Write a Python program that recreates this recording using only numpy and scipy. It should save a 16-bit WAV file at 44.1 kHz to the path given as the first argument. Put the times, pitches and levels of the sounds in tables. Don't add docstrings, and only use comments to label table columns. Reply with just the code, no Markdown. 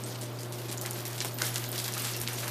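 import sys
import numpy as np
from scipy import signal
from scipy.fft import rfft, irfft
from scipy.io import wavfile
from scipy.ndimage import uniform_filter1d

SR = 44100
rng = np.random.default_rng(int(sys.argv[2]) if len(sys.argv) > 2 else 0)


def dump(signal):
    limited = np.clip(np.atleast_2d(signal).T, -1, 1)
    pcm = np.round(limited * 32767).astype(np.int16)
    wavfile.write(sys.argv[1], SR, pcm)


N = 110250

# time in seconds, rms level in dB.
HUM_SWELL = [(.05, -40.5), (1.41, -40.5), (1.47, -37.5), (1.75, -40.3), (2.45, -40)]
# pitch in Hz, rms level in dB.
HUM_OVERTONES = [(240, -65), (340, -55), (360, -54), (388, -61), (480, -60), (600, -57)]
HUM_HZ = 120
HUM_WAVER_DB, OVERTONE_WAVER_DB, OVERTONE_SMEAR_RAD = -0.15, 2.5, 0.36

# frequency in Hz, relative level in dB.
RUSH_COLOUR = [(25, -14), (55, -12.5), (100, -2), (150, 0.5), (210, 5.5), (290, 5.5), (365, 6), (440, 1.5),
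               (650, 1.5), (1000, -2.5), (2000, -11.5), (5000, -20.5), (14000, -85)]
RUSH_DB = -44

# middle in seconds, level in dB, half length in seconds.
WIND_PUFFS = [(2.228, -52, 0.028), (2.393, -58, .025)]
PUFF_HZ = 65.7

# time in seconds, level change in dB.
THAW = [(0, -12), (.12, -6.5), (.32, -10.5), (.49, -10.5), (.66, -6.5), (.79, -7), (.86, -5.5), (1.02, -3),
        (1.08, -4.5), (1.17, -5.5), (1.33, -5.5), (1.47, 5), (1.53, -1), (1.62, -0.5), (1.715, -6),
        (1.74, -0.5), (1.83, 0.5), (1.97, 1), (2.1, 3), (2.25, -1), (2.36, 0), (2.5, -1.5)]
# frequency in Hz, relative level in dB per Hz.
PATTER_COLOUR = [(250, -35), (500, 2), (850, 4.5), (1500, 6.5), (2600, 4), (4700, 4.5), (7000, 1),
                 (10000, 0), (14500, 6.5)]
PATTER_DB, PATTER_PER_S, PATTER_SPREAD_DB, PATTER_ECHO_DB = -43, 200, 5.5, -3
FLURRY_DB, FLURRY_PER_S = 3, 55
WASH_DB, FLUTTER_DB = -43.5, 2.5

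# start in seconds, level in dB, decay in seconds,
# lower edge in Hz, upper edge in Hz.
SPRAYS = [(0.057, -35.5, 0.027, 2930, 12200), (.1, -39.5, 0.028, 3800, 6140),
          (.145, -26, 0.0084, 1950, 5640), (.208, -32.5, 0.024, 2000, 11500),
          (0.387, -39.5, .033, 4000, 13400), (0.581, -31.5, 0.01, 2960, 12800),
          (0.681, -31.5, 0.017, 1710, 9000), (0.82, -38, 0.015, 1500, 7060),
          (.93, -40.5, 0.033, 5000, 14000), (1.243, -31, 0.023, 3000, 14100),
          (1.419, -30.5, 0.05, 1180, 11900), (1.651, -32, 0.011, 3200, 4770),
          (1.725, -38, 0.019, 1920, 11900), (1.775, -36, .041, 3000, 14300),
          (2.035, -28, 0.028, 1200, 12800), (2.37, -35, 0.08, 2000, 13100)]
SPRAY_RISE_S, SPRAY_PER_S, SPRAY_SPREAD_DB = 0.013, 3200, 5.5

# start in seconds, level in dB, lower edge in Hz, upper edge in Hz.
PLOPS = [(.226, 0, 280, 705), (.822, 4.5, 238, 755), (0.851, -1, 696, 2820), (.869, -9, 696, 3000),
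         (.965, -2, 400, 1000), (1.245, 4.5, 170, 750), (1.422, 7, 280, 606), (1.559, -1, 900, 2400),
         (1.968, 0, 350, 1990), (2.305, -4, 1100, 2400), (2.429, 1.5, 402, 1900), (2.47, 0.5, 700, 2380)]
PLOP_S = 0.023

# start in seconds, pitch in Hz, peak of the direct ring in dB,
# level of the lingering ring against it in dB.
PINGS = [(0.0383, 8300, -42, -18), (.045, 8300, -33, -16), (.213, 9800, -41, -6), (0.388, 4830, -38.5, -3),
         (.723, 10500, -35, -15), (0.776, 7000, -33, -8), (.917, 12900, -43, -5), (.942, 11540, -37, -14),
         (1.080, 11900, -31.5, -21), (1.208, 5730, -36, -13), (1.265, 5400, -40, -9),
         (1.342, 14350, -32, -5), (1.6895, 14000, -32, -11), (1.716, 8900, -35.5, -8),
         (1.942, 10400, -37, -14), (1.9795, 11300, -35, -12), (2.001, 13950, -36, -9),
         (2.142, 1735, -37, -7), (2.385, 12000, -38, -7)]
PING_S, PING_TAIL_S = 0.0051, 0.025
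TINK_PER_S, TINK_DB, TINK_SPREAD_DB, TINK_ECHO_DB = 90, -44, 2, -6
TINK_LO_HZ, TINK_HI_HZ = 2626, 13860

# pitch in Hz, level in dB, decay in seconds.
KNOCK_MODES = [(1470, 6.5, 0.0014), (1510, -1.5, 0.0016), (2110, -8, 0.0052)]
KNOCK_S, KNOCK_DB, KNOCK_RISE_S, KNOCK_ECHO_DB = 1.4168, -18.5, 0.0016, -5

# start in seconds, level in dB, lower edge in Hz,
# upper edge in Hz, level of the scatter after it against the tick in dB.
TICKS = [(0.0375, -7.5, 5000, 8800, -22), (.059, -21, 4000, 11000, -8), (.2125, -14, 6000, 10400, -10),
         (0.4333, -14.5, 4500, 11500, -5), (0.5234, -15.5, 2660, 12000, 5.5),
         (0.714, -15.5, 1990, 12900, 9.5), (0.7274, -10, 5000, 14500, -20), (.775, -14, 6000, 14800, -17),
         (.7808, -7.5, 4800, 8200, -19), (0.8133, -8, 4800, 14500, 1), (.823, -18, 6000, 14800, -1),
         (.861, -7, 2000, 14200, -6), (.8675, -12, 5500, 9000, -8), (.9095, -4, 6400, 13700, -13),
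         (.932, -12, 5000, 10000, -8), (1.006, -15.5, 2500, 11000, -4), (1.053, -12, 1870, 14500, 5.5),
         (1.066, -24, 7000, 14500, -8), (1.08, -17, 4500, 14000, -18), (1.1125, -21, 6000, 14000, -12),
         (1.131, -16, 3000, 12000, -2), (1.162, -16, 8000, 14500, 0), (1.18, -10.5, 3000, 10000, 1),
         (1.2043, -1, 2660, 7600, -8), (1.206, -6, 2280, 6000, 2), (1.2108, -6, 2400, 6500, -3),
         (1.2137, -2.5, 1500, 4900, -3), (1.22, -13, 4000, 14100, 3), (1.2477, -1.5, 300, 2740, -2.5),
         (1.2473, -6, 7000, 14600, -5), (1.254, -12.5, 2500, 14600, -10), (1.31, -21, 2500, 9000, 0),
         (1.3435, -24, 5000, 14500, -9), (1.386, -10, 2500, 13600, -23), (1.4168, -9, 3000, 11000, -6),
         (1.4199, 3.5, 1900, 8200, -20), (1.454, -9, 7000, 14400, 3), (1.489, -10.5, 2500, 7000, -10),
         (1.5436, -7, 5500, 13000, -12), (1.5584, 0.5, 2880, 9100, -3.5), (1.581, -7.5, 3500, 13500, -16),
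         (1.6407, -6.5, 3060, 7440, -5), (1.6898, -17, 12000, 15000, -18), (1.7164, -6, 8650, 14900, -7),
         (1.728, -8, 1990, 7000, -4), (1.759, -9.5, 2200, 7000, -10), (1.779, -9, 5000, 15100, -5),
         (1.7805, -2, 3380, 5840, 1), (1.7897, -7, 4000, 14000, -6), (1.8001, -6.5, 1980, 8900, -7),
         (1.817, -14.5, 5000, 14000, -2), (1.84, -9.5, 8000, 14500, 3), (1.8436, -3, 3240, 6460, 0.5),
         (1.923, -12, 5000, 12000, -10), (1.938, -6, 4000, 11000, -4), (1.9792, -7.5, 4020, 12000, -3),
         (1.9965, -8, 6000, 14500, -7), (2.002, -14, 7000, 14500, -8), (2.0206, -7, 7500, 14000, -3),
         (2.0508, -7, 1500, 7560, -2), (2.113, -14.5, 4000, 13000, 4), (2.136, -6.5, 3500, 7500, -5),
         (2.165, -9.5, 4500, 15000, 1), (2.2013, -7, 10100, 14500, -9), (2.207, -14, 8000, 14500, -12),
         (2.2151, -4.5, 6200, 14900, -0.5), (2.2757, 1.5, 1890, 5650, -9), (2.2837, -12.5, 7950, 14500, 4),
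         (2.2855, -3, 1300, 4000, -3), (2.3325, -10, 6350, 14000, 3), (2.384, -16, 1800, 7950, -15),
         (2.4305, -14, 900, 4500, -16), (2.48, -7.5, 1500, 14000, -3)]
CONTACT_S, CONTACT_HZ = 0.0004174, 7000
SPLINTER_S, SPLINTER_DB = 0.00065, -8
CRACK_S, CRACK_DB = 0.0052, -15
SCATTER_S, SCATTER_RISE_S, SCATTER_PER_S, SCATTER_SPREAD_DB = 0.023, 0.0013, 4500, 3.5
NEAR_SIDE_DB = -45

TOP_HZ = 14650


def undb(db):
    return 10 ** (np.asarray(db) / 20)


def unit(x):
    return x / np.sqrt(np.mean(x ** 2) + 1e-20)


def unit_energy(x):
    return unit(x) / np.sqrt(len(x))


def seconds(length):
    return np.arange(length) / SR


def curve(t, points):
    return np.interp(t, *np.array(points).T)


def band(x, lo_hz, hi_hz):
    hi = min(hi_hz, SR / 2 - 1000)
    lo = min(lo_hz, hi * .9)
    return signal.sosfilt(signal.butter(2, [lo, hi], "band", fs=SR, output="sos"), x)


def colour(x, points):
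    hz, db = np.array(points).T
    f = np.maximum(np.fft.rfftfreq(N, 1 / SR), 1)
    gain = undb(np.interp(np.log(f), np.log(hz), db))
    return unit(irfft(rfft(x) * gain, N))


def walk(rate):
    k = int(SR / rate)
    steps = np.repeat(rng.standard_normal(256), k)[:N]
    return unit(uniform_filter1d(uniform_filter1d(steps, k), k))


def grains(per_s, spread_db, size):
    chance, strength, sign = rng.random((3, size))
    heft = np.minimum(-np.log(1 - strength), 3.2)
    return unit((chance < per_s / SR) * undb(spread_db * heft) * np.sign(sign - .5))


def burst(envelope):
    return unit_energy(rng.standard_normal(len(envelope)) * envelope)


def add(out, at_s, x):
    i = int(at_s * SR)
    out[i:i + len(x)] += x[:max(N - i, 0)]


def scatter():
    t = seconds(SR // 5)
    bits = grains(SCATTER_PER_S, SCATTER_SPREAD_DB, size=len(t))
    return unit_energy(bits * np.exp(-t / SCATTER_S) * (1 - np.exp(-t / SCATTER_RISE_S)))


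def tone(hz, db, drift):
    cycles = hz * seconds(N) + rng.random()
    return np.sqrt(2) * undb(db) * np.sin(2 * np.pi * cycles + drift)


def hum():
    total = tone(HUM_HZ, curve(seconds(N), HUM_SWELL) + HUM_WAVER_DB * walk(5.9), 0)
    for hz, db in HUM_OVERTONES:
        total += tone(hz, db + OVERTONE_WAVER_DB * walk(14), OVERTONE_SMEAR_RAD * walk(16))
    return total


def distant_rush():
    return undb(RUSH_DB) * colour(rng.standard_normal(N), RUSH_COLOUR)


def wind():
    t = seconds(N)
    gust = sum(undb(db) * np.exp(-((t - at) / half) ** 2) for at, db, half in WIND_PUFFS)
    return gust * np.sqrt(2) * np.sin(2 * np.pi * PUFF_HZ * t + walk(49.2))


def patter():
    drops = np.zeros(N)
    for lo_hz, hi_hz in [(600, 3000), (1500, 4500), (3000, 7000), (5500, 11000), (9500, 15500), (1000, 15000)]:
        hits = band(grains(PATTER_PER_S, PATTER_SPREAD_DB, size=N), lo_hz, hi_hz)
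        echo = signal.fftconvolve(hits, scatter())[:N]
        drops += (hits + undb(PATTER_ECHO_DB) * echo) * undb(FLURRY_DB * walk(FLURRY_PER_S))
    wash = band(rng.standard_normal(N), 630, 12400) * undb(FLUTTER_DB * walk(29.7))
    both = undb(PATTER_DB) * colour(drops, PATTER_COLOUR) + undb(WASH_DB) * colour(wash, PATTER_COLOUR)
    return undb(curve(seconds(N), THAW)) * both


def sprays():
    out, t = np.zeros(N), seconds(SR // 2)
    for at, db, decay, lo_hz, hi_hz in SPRAYS:
        bits = unit(band(grains(SPRAY_PER_S, SPRAY_SPREAD_DB, size=len(t)), lo_hz, hi_hz))
        add(out, at, undb(db) * bits * np.exp(-t / decay) * (1 - np.exp(-t / SPRAY_RISE_S)))
    return out


def plops():
    out, t = np.zeros(N), seconds(SR // 10)
    for at, db, lo_hz, hi_hz in PLOPS:
        add(out, at, undb(db) * band(burst(np.exp(-t / PLOP_S)), lo_hz, hi_hz))
    return out


def faint_pings():
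    rows = []
    for when, pitch, weakness in rng.random(size=(int(TINK_PER_S * N / SR), 3)):
        at = when * N / SR
        hz = TINK_LO_HZ * (TINK_HI_HZ / TINK_LO_HZ) ** pitch
        extra_db = -TINK_SPREAD_DB * np.log(max(weakness, 1 / 4))
        rows.append((at, hz, TINK_DB + curve(at, THAW) + extra_db, TINK_ECHO_DB))
    return rows


def pings():
    out, t = np.zeros(N), seconds(SR // 10)
    for at, hz, db, echo_db in PINGS + faint_pings():
        roughness = unit(uniform_filter1d(rng.standard_normal(len(t)), size=110))
        echo = roughness * np.exp(-t / PING_TAIL_S)
        add(out, at, undb(db) * np.sin(2 * np.pi * hz * t) * (np.exp(-t / PING_S) + undb(echo_db) * echo))
    return out


def wood_knock():
    out, t = np.zeros(N), seconds(SR // 10)
    wood = sum(undb(db) * np.sin(2 * np.pi * hz * t) * np.exp(-t / decay) for hz, db, decay in KNOCK_MODES)
    wood = wood * (1 - np.exp(-t / KNOCK_RISE_S))
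    echo = signal.fftconvolve(wood, scatter())[:len(t)]
    add(out, KNOCK_S, undb(KNOCK_DB) * (wood + undb(KNOCK_ECHO_DB) * echo))
    return out


def contact(t):
    f = np.fft.rfftfreq(len(t), 1 / SR)
    lag = CONTACT_S * (1 + np.exp(-f / CONTACT_HZ))
    phase = -2 * np.pi * np.cumsum(lag) * f[1]
    pulse = irfft(np.exp(1j * phase), len(t))
    return np.roll(pulse, -int(CONTACT_S * SR / 2))


def ticks():
    out, t = np.zeros(N), seconds(SR // 5)
    for at, db, lo_hz, hi_hz, scatter_db in TICKS:
        splinters = burst(t * np.exp(-t / SPLINTER_S))
        snap = unit_energy(contact(t) + undb(SPLINTER_DB) * splinters)
        crack = burst(np.exp(-t / CRACK_S) * (1 - np.exp(-t / CRACK_S)))
        blow = snap + undb(CRACK_DB) * crack + undb(scatter_db) * scatter()
        add(out, at, undb(db) * band(blow, lo_hz, hi_hz))
    return out


def scene():
    background = hum() + distant_rush() + wind() + patter()
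    middle = background + sprays() + plops() + pings() + wood_knock() + ticks()
    return middle + undb(NEAR_SIDE_DB) * ticks() * np.array([[1], [-1]])


def record(dry):
    return signal.sosfilt(signal.ellip(10, .2, 75, TOP_HZ, fs=SR, output="sos"), dry)


dry = scene()
out = record(dry)
dump(out)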